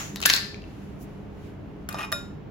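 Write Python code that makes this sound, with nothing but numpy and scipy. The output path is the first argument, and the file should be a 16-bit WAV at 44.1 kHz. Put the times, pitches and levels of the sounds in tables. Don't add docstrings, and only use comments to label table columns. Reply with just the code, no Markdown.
import sys
import numpy as np
from scipy import signal
from scipy.fft import rfft, irfft
from scipy.io import wavfile

SR = 44100
rng = np.random.default_rng(int(sys.argv[2]) if len(sys.argv) > 2 else 0)


def master(y):
    cut = np.clip(np.atleast_2d(y).T, -1, 1)
    pcm = np.round(cut * 32767)
    wavfile.write(sys.argv[1], SR, pcm.astype(np.int16))


N = 110250
T = np.arange(N) / SR
SIZE = 2 * N
FREQ = np.maximum(np.fft.rfftfreq(SIZE, 1 / SR), 1)


def undb(db):
    return 10 ** (np.asarray(db) / 20)


def unit(x):
    return x / np.sqrt(np.mean(x ** 2))


def decay(t, t60):
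    return np.exp(-np.log(1000) * t / t60)


def over_hz(points, hz=FREQ):
    f, v = np.array(points, float).T
    return np.interp(np.log(hz), np.log(f), v)


def shape(x, db):
    cepstrum = irfft(np.log(undb(db)))
    cepstrum[1:N] *= 2
    cepstrum[N + 1:] = 0
    response = np.exp(rfft(cepstrum))
    return irfft(rfft(x, SIZE) * response)[..., :N]


def noise(colour, channels=2):
    spectrum = rfft(rng.standard_normal((channels, SIZE)))
    return unit(irfft(spectrum * undb(over_hz(colour)))[:, :N])


def swell(curve):
    return undb(np.interp(T, *np.array(curve).T, left=-120, right=-120))


def through(x, response):
    return signal.fftconvolve(np.atleast_2d(x), np.atleast_2d(response), axes=1)[:, :N]


def place(x, at, pan_db, lag_ms):
    out = np.zeros((2, N))
    for channel, side in enumerate((1, -1)):
        start = max(int(round((at + side * lag_ms / 2000) * SR)), 0)
        out[channel, start:] = x[:N - start] * undb(side * pan_db / 2)
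    return out


RING_S = 0.4


def ring(modes, detune=0):
    out, t = 0, T[T < RING_S]
    draws = rng.uniform(-1, 1, (len(modes), 3))
    for (hz, db, t60), (turn, apart, off) in zip(modes, draws):
        phase = 2 * np.pi * hz * (1 + detune * off) * t + np.pi * turn
        phase = phase + apart * np.array([[1], [-1]])
        wave = np.sin(phase) * decay(t, t60)
        out = out + undb(db) * wave / np.sqrt(np.sum(wave ** 2) / 2)
    return out


BASS_HZ, MID_HZ, BRIGHT_HZ, TREBLE_HZ = 870, 2200, 6400, 10900
LOW_CUT_HZ, LIFT_OCTAVES = 506, 0.31
CHATTER_DB = 0
CHATTER_LIFT_SHARE = 0.78


def contact(t60, db, bass_db, treble_db, hz, lift_db):
    colour = db + over_hz([(BASS_HZ, bass_db), (MID_HZ, 0), (BRIGHT_HZ, 0), (TREBLE_HZ, treble_db)])
    colour = colour - 10 * np.log10(1 + (LOW_CUT_HZ / np.maximum(FREQ, 50)) ** 6)
    lift = lift_db / (1 + (np.log2(FREQ / hz) / LIFT_OCTAVES) ** 2)
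    blow = shape(signal.unit_impulse(N), colour + lift)
    chatter = rng.standard_normal(N) * np.sqrt(T) * decay(np.minimum(T, 10 * t60), t60)
    chatter = shape(chatter / np.linalg.norm(chatter), colour + CHATTER_LIFT_SHARE * lift)
    return blow, (blow + undb(CHATTER_DB) * chatter) / np.sqrt(2)


CLICK_SPREAD_DB = 3.5


def grains(per_s, colour):
    sizes = undb(CLICK_SPREAD_DB * np.clip(rng.standard_normal(N), -2, 2))
    happens = rng.random(N) < per_s / SR
    signs = np.sign(rng.standard_normal(N))
    return unit(shape(happens * signs * sizes, over_hz(colour)))


# frequency in Hz, relative level in dB.
AIR_COLOUR = [(15, -33.5), (25, -12.5), (53, -2), (170, -6), (200, 1), (229, -10.5), (270, -6), (373, -12),
              (405, -10.5), (503, -19), (607, -18), (1070, -26.5), (2990, -39), (3720, -46), (7510, -58),
              (8830, -67.5), (16000, -57.5)]
AIR_DB, AIR_WIDE_HZ, BACKGROUND_PAN_DB = -40.5, 550, -0.9
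# frequency in Hz, level in dB before the wavering is added.
HUM_TONES = [(50.5, -58), (101, -53), (151.5, -51.5), (200.5, -54), (296, -57.5), (414, -55.5)]


def background():
    mid, side = noise(AIR_COLOUR)
    side = shape(side, over_hz([(50, -14), (AIR_WIDE_HZ / 2, -6), (AIR_WIDE_HZ, -2)]))
    out = undb(AIR_DB) * np.array([mid + side, mid - side])
    for hz, db in HUM_TONES:
        a, b = noise([(1, 7.5), (4, 2), (12, -31), (60, -120)])
        waver = 1 + 0.86 * (a + 1j * b)
        out = out + undb(db) * np.real(waver * np.exp(2j * np.pi * hz * T))
    return out * undb(np.array([[1], [-1]]) * BACKGROUND_PAN_DB / 2)


# frequency in Hz, relative level in dB.
TAIL_COLOUR = [(300, -10), (1000, 3), (1700, 3), (3000, -0.5), (5000, -6), (6800, 5.5), (8000, -6),
               (11000, -13.5), (15500, -10.5)]
TAIL_DB, TAIL_T60_S = -32.5, 0.46


def opening_tail():
    return noise(TAIL_COLOUR) * undb(TAIL_DB) * decay(T, TAIL_T60_S)


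WIRE_LOW_HZ, WIRE_HIGH_HZ, WIRE_T60_S, WIRE_DB = 4140, 5647, 0.43, -19


def wires(count):
    spots = (np.arange(count) + rng.random(count)) / count
    return [(WIRE_LOW_HZ * (WIRE_HIGH_HZ / WIRE_LOW_HZ) ** spot, WIRE_DB, WIRE_T60_S) for spot in spots]


# start in seconds, level in dB, bass in dB, treble in dB, main resonance in Hz,
# its lift in dB, left over right in dB, lag of the left side in ms.
CLATTER = [(0.1598, -8.5, 0, -4.5, 3830, 10.5, 5.5, 0), (0.1696, -20, -1.5, -4.5, 3900, 16, 0, 0),
           (0.2031, -13, 2.5, -3, 1400, 14, 4, .27), (0.2159, -7.5, 0.5, -5, 6840, 4.5, 3, .27),
           (0.2253, -6, -2, -13, 2850, 9.5, 3, -.29), (0.2279, -2.5, -3.5, -11, 2740, 14.5, 3.5, -0.22),
           (0.2365, -6.5, 7, -10.5, 2850, 16, 7, -.29), (0.2545, 6, -8, -12.5, 2800, 10.5, 5, -.29),
           (0.2577, 14, -5.5, -6, 1693, 14, 4.5, -.14), (.2618, 7.5, -7.5, 5.5, 1690, 8, -2, .27),
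           (0.2907, -1.5, 1, -19, 1730, 13.5, 3.5, .4), (0.2926, -5, -7, -5, 4240, 12, 4.5, -.29),
           (0.2995, 13, -8, -16.5, 3640, 6, 1, 0), (0.3022, 5, 3.5, -14, 2750, 16.5, -4, -.2),
           (0.3306, -6, -6, 5.5, 6050, 5, 0.5, .27), (.3373, 4.5, -4, -10.5, 4300, 14.5, 8, -.25),
           (0.347, -1.5, -10, -1, 4280, -9.5, 2, -.4), (0.3637, -0.5, -6, -7, 4940, 10, -7, .27)]
SETTLING_TAPS = [(0.544, -23, 0.0089, -30, 2350, 22.7, 4.5, -0.53),
                 (0.62, -30.5, 0.0047, -19.5, 2580, 22, 2, -.3),
                 (0.64, -31, 0.0049, -46, 2600, 22.1, 1.84, -0.37)]
# frequency in Hz, relative level in dB, 60 dB fading time in seconds.
STEEL_MODES = [(1360, -7, .2), (1497, -9, .25), (1591, -9, .25), (1743, -11, .3), (1770, -8, .5),
               (2681, -9, .22), (3632, -8, .28), (3741, -6, .3), (3865, -9, .28), (4003, -7, .4),
               (4163, -6, .4), (4399, -4, .42), (4886, -6, .42), (6222, -11, .22)]
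# time in seconds, level in dB before they are halved and placed.
JANGLE_LEVEL = [(.2, -55.5), (.25, -42.5), (.264, -29), (.287, -36), (.305, -21), (.328, -35), (.345, -28),
                (.372, -25.5), (.395, -42.5), (.43, -61)]
# frequency in Hz, relative level in dB.
JANGLE_COLOUR = [(400, -20), (1000, -6.5), (1400, -2), (1750, 1), (2100, 0), (2800, -4), (4400, 3),
                 (6500, -6), (10000, -14), (15500, -13)]
JANGLES_PER_S = 640
STEEL_CHATTER_T60_S, STEEL_DB, STEEL_DETUNE = 0.010, -17, 0.012


def utensils():
    blows, out = 0, 0
    for at, *colour, pan_db, lag_ms in CLATTER + SETTLING_TAPS:
        blow, crack = contact(STEEL_CHATTER_T60_S, *colour)
        blow = place(blow, at, pan_db / 2, 0) * undb(STEEL_DB)
        blows = blows + blow
        out = out + place(crack, at, pan_db, lag_ms) + through(blow, ring(STEEL_MODES, STEEL_DETUNE))
    first, second = (grains(JANGLES_PER_S, JANGLE_COLOUR) * swell(JANGLE_LEVEL) / 2 for _ in range(2))
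    jangle = place(first, 0, pan_db=5, lag_ms=-.28) + place(second, 0, pan_db=-0.5, lag_ms=.27)
    return out + jangle + through(blows, ring(wires(count=40)))


# frequency in Hz, 60 dB fading time in seconds.
ROOM_T60 = [(300, 0.37), (1400, 0.42), (4500, 0.51), (8000, 0.39), (15000, 0.27)]
# frequency in Hz, relative level in dB.
ROOM_COLOUR = [(200, 0), (1500, 4.5), (4500, -4), (8000, -0.5), (15000, -2.5)]
ROOM_DELAY_S = 0.0055


def kitchen():
    spectrum = rfft(rng.standard_normal((2, SIZE)))
    out = 0
    for hz in np.geomspace(125, 16000, 8):
        band = np.maximum(1 - abs(np.log2(FREQ / hz)), 0) * undb(over_hz(ROOM_COLOUR))
        out = out + irfft(spectrum * band)[:, :N] * decay(T, over_hz(ROOM_T60, hz))
    out = out * np.clip(T / ROOM_DELAY_S - 1, 0, 1)
    return out / np.sqrt(np.sum(out ** 2) / 2)


# time in seconds, level in dB.
RUSTLE_LEVEL = [(.5, -75), (.7, -60), (.85, -59.5), (.95, -64.5), (1.1, -62.5), (1.3, -70), (1.47, -58),
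                (1.58, -73.5), (1.85, -70)]
# frequency in Hz, relative level in dB.
RUSTLE_COLOUR = [(600, -6.5), (1500, 1), (2700, 1.5), (4500, -7), (7000, -8.5), (15000, -16)]
BRUSH_S, BRUSH_WIDTH_S, BRUSH_DB = 1.025, .024, -51.5


def handling():
    brush = noise([(1000, -34), (6000, 2.5), (15000, 4)]) * undb(BRUSH_DB)
    brush = brush * np.exp(-((T - BRUSH_S) / BRUSH_WIDTH_S) ** 2)
    return noise(RUSTLE_COLOUR) * swell(RUSTLE_LEVEL) + brush


# start in seconds, level in dB, bass in dB, treble in dB, main resonance in Hz,
# its lift in dB, left over right in dB, lag of the left side in ms, push on the glass in dB.
SIEVE_HITS = [(1.8893, -8.5, 0.5, 2, 1500, 16.5, 5, -0.22, -33),
              (1.9272, -18, -4, 1.5, 4500, 6, 1, 0.26, -27),
              (1.9442, -12.5, 17, -24, 1048, 5.5, 1.5, 0.0023, -5.5),
              (1.9925, -18.5, 10, -10, 1246, 10, 7, -0.15, -1),
              (2.0290, -22, 5, -9, 2470, 17, 0, -0.0033, 4),
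              (2.1194, -9.5, 10, 5.5, 1350, 6.5, -2, 0.0048, -7.5),
              (2.1245, -2, 9.5, -4.5, 1790, 7, 1, -0.057, -1.5)]
# time in seconds, level in dB.
SCRAPE_PRESSURE = [(1.89, -44), (1.94, -50), (1.951, -40.5), (1.965, -49.5), (1.981, -43), (1.986, -34.5),
                   (1.996, -36), (2.004, -34.5), (2.014, -35), (2.03, -37.5), (2.058, -41), (2.072, -82),
                   (2.1, -74)]
# frequency in Hz, relative level in dB.
SCRAPE_COLOUR = [(300, -23), (600, -6.5), (930, 3.5), (1200, 2), (1550, -8), (1860, -6), (2700, -5.5),
                 (3600, -16), (7000, -22), (15000, -24)]
# frequency in Hz, relative level in dB, 60 dB fading time in seconds.
FRAME_MODES = [(921, -0.5, 0.038), (1190, -3, .03), (1842, -4, 0.028), (2465, -5, .08), (2820, -9, 0.029)]
# frequency in Hz, relative level in dB, 60 dB fading time in seconds.
GLASS_MODES = [(578, -10.5, 0.33), (651, -9.5, .11), (1180, -6.5, .05), (1412, -5.5, .38),
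               (1900, -7.5, 0.033), (2462, -5, 0.25), (3738, 2.5, 0.31), (5230, -7.5, 0.426),
               (5288, -3, 0.18), (7030, -9.5, 0.358), (10150, -4, 0.13), (11370, -14, 0.216),
               (11580, -22, 0.28), (14500, -18.5, .1)]
CATCHES_PER_S, SIEVE_CHATTER_T60_S = 1100, .018
FRAME_DB, GLASS_DB, SCRAPE_PUSH_DB = -19, -2.5, -8


def sieve():
    drag = grains(CATCHES_PER_S, SCRAPE_COLOUR) * swell(SCRAPE_PRESSURE)
    scrape = place(drag, 0, pan_db=1.0, lag_ms=-.06)
    push = scrape * undb(SCRAPE_PUSH_DB)
    mesh = scrape + undb(FRAME_DB) * through(scrape, ring(FRAME_MODES))
    for at, *colour, pan_db, lag_ms, push_db in SIEVE_HITS:
        blow, crack = contact(SIEVE_CHATTER_T60_S, *colour)
        mesh = mesh + place(crack, at, pan_db, lag_ms)
        push = push + undb(push_db) * place(blow, at, pan_db, 0)
    glass = undb(GLASS_DB) * through(push, ring(GLASS_MODES))
    return mesh, glass


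# frequency in Hz, relative level in dB.
SIEVE_SPREAD = [(4000, -1.5), (8000, 2), (15000, -4.5)]
CLATTER_ROOM_DB, SIEVE_ROOM_DB = -9.5, -9


def scene():
    steel = utensils()
    mesh, glass = sieve()
    send = undb(CLATTER_ROOM_DB) * steel + undb(SIEVE_ROOM_DB) * shape(mesh, over_hz(SIEVE_SPREAD))
    room = through(send, kitchen())
    return background() + opening_tail() + steel + room + handling() + mesh + glass


# frequency in Hz, level in dB.
MIC_COLOUR = [(20, -1.5), (7000, 1), (8200, -4), (9100, -20), (9800, 2.5), (12200, 2.5), (13300, -7),
              (14400, 0), (15700, 0)]
TOP_HZ = 15850


def record(dry):
    heard = np.clip(shape(dry, over_hz(MIC_COLOUR)), -1, 1)
    top_cut = signal.ellip(10, .2, 70, TOP_HZ, fs=SR, output="sos")
    return signal.sosfilt(top_cut, heard)


dry = scene()
out = record(dry)
master(out)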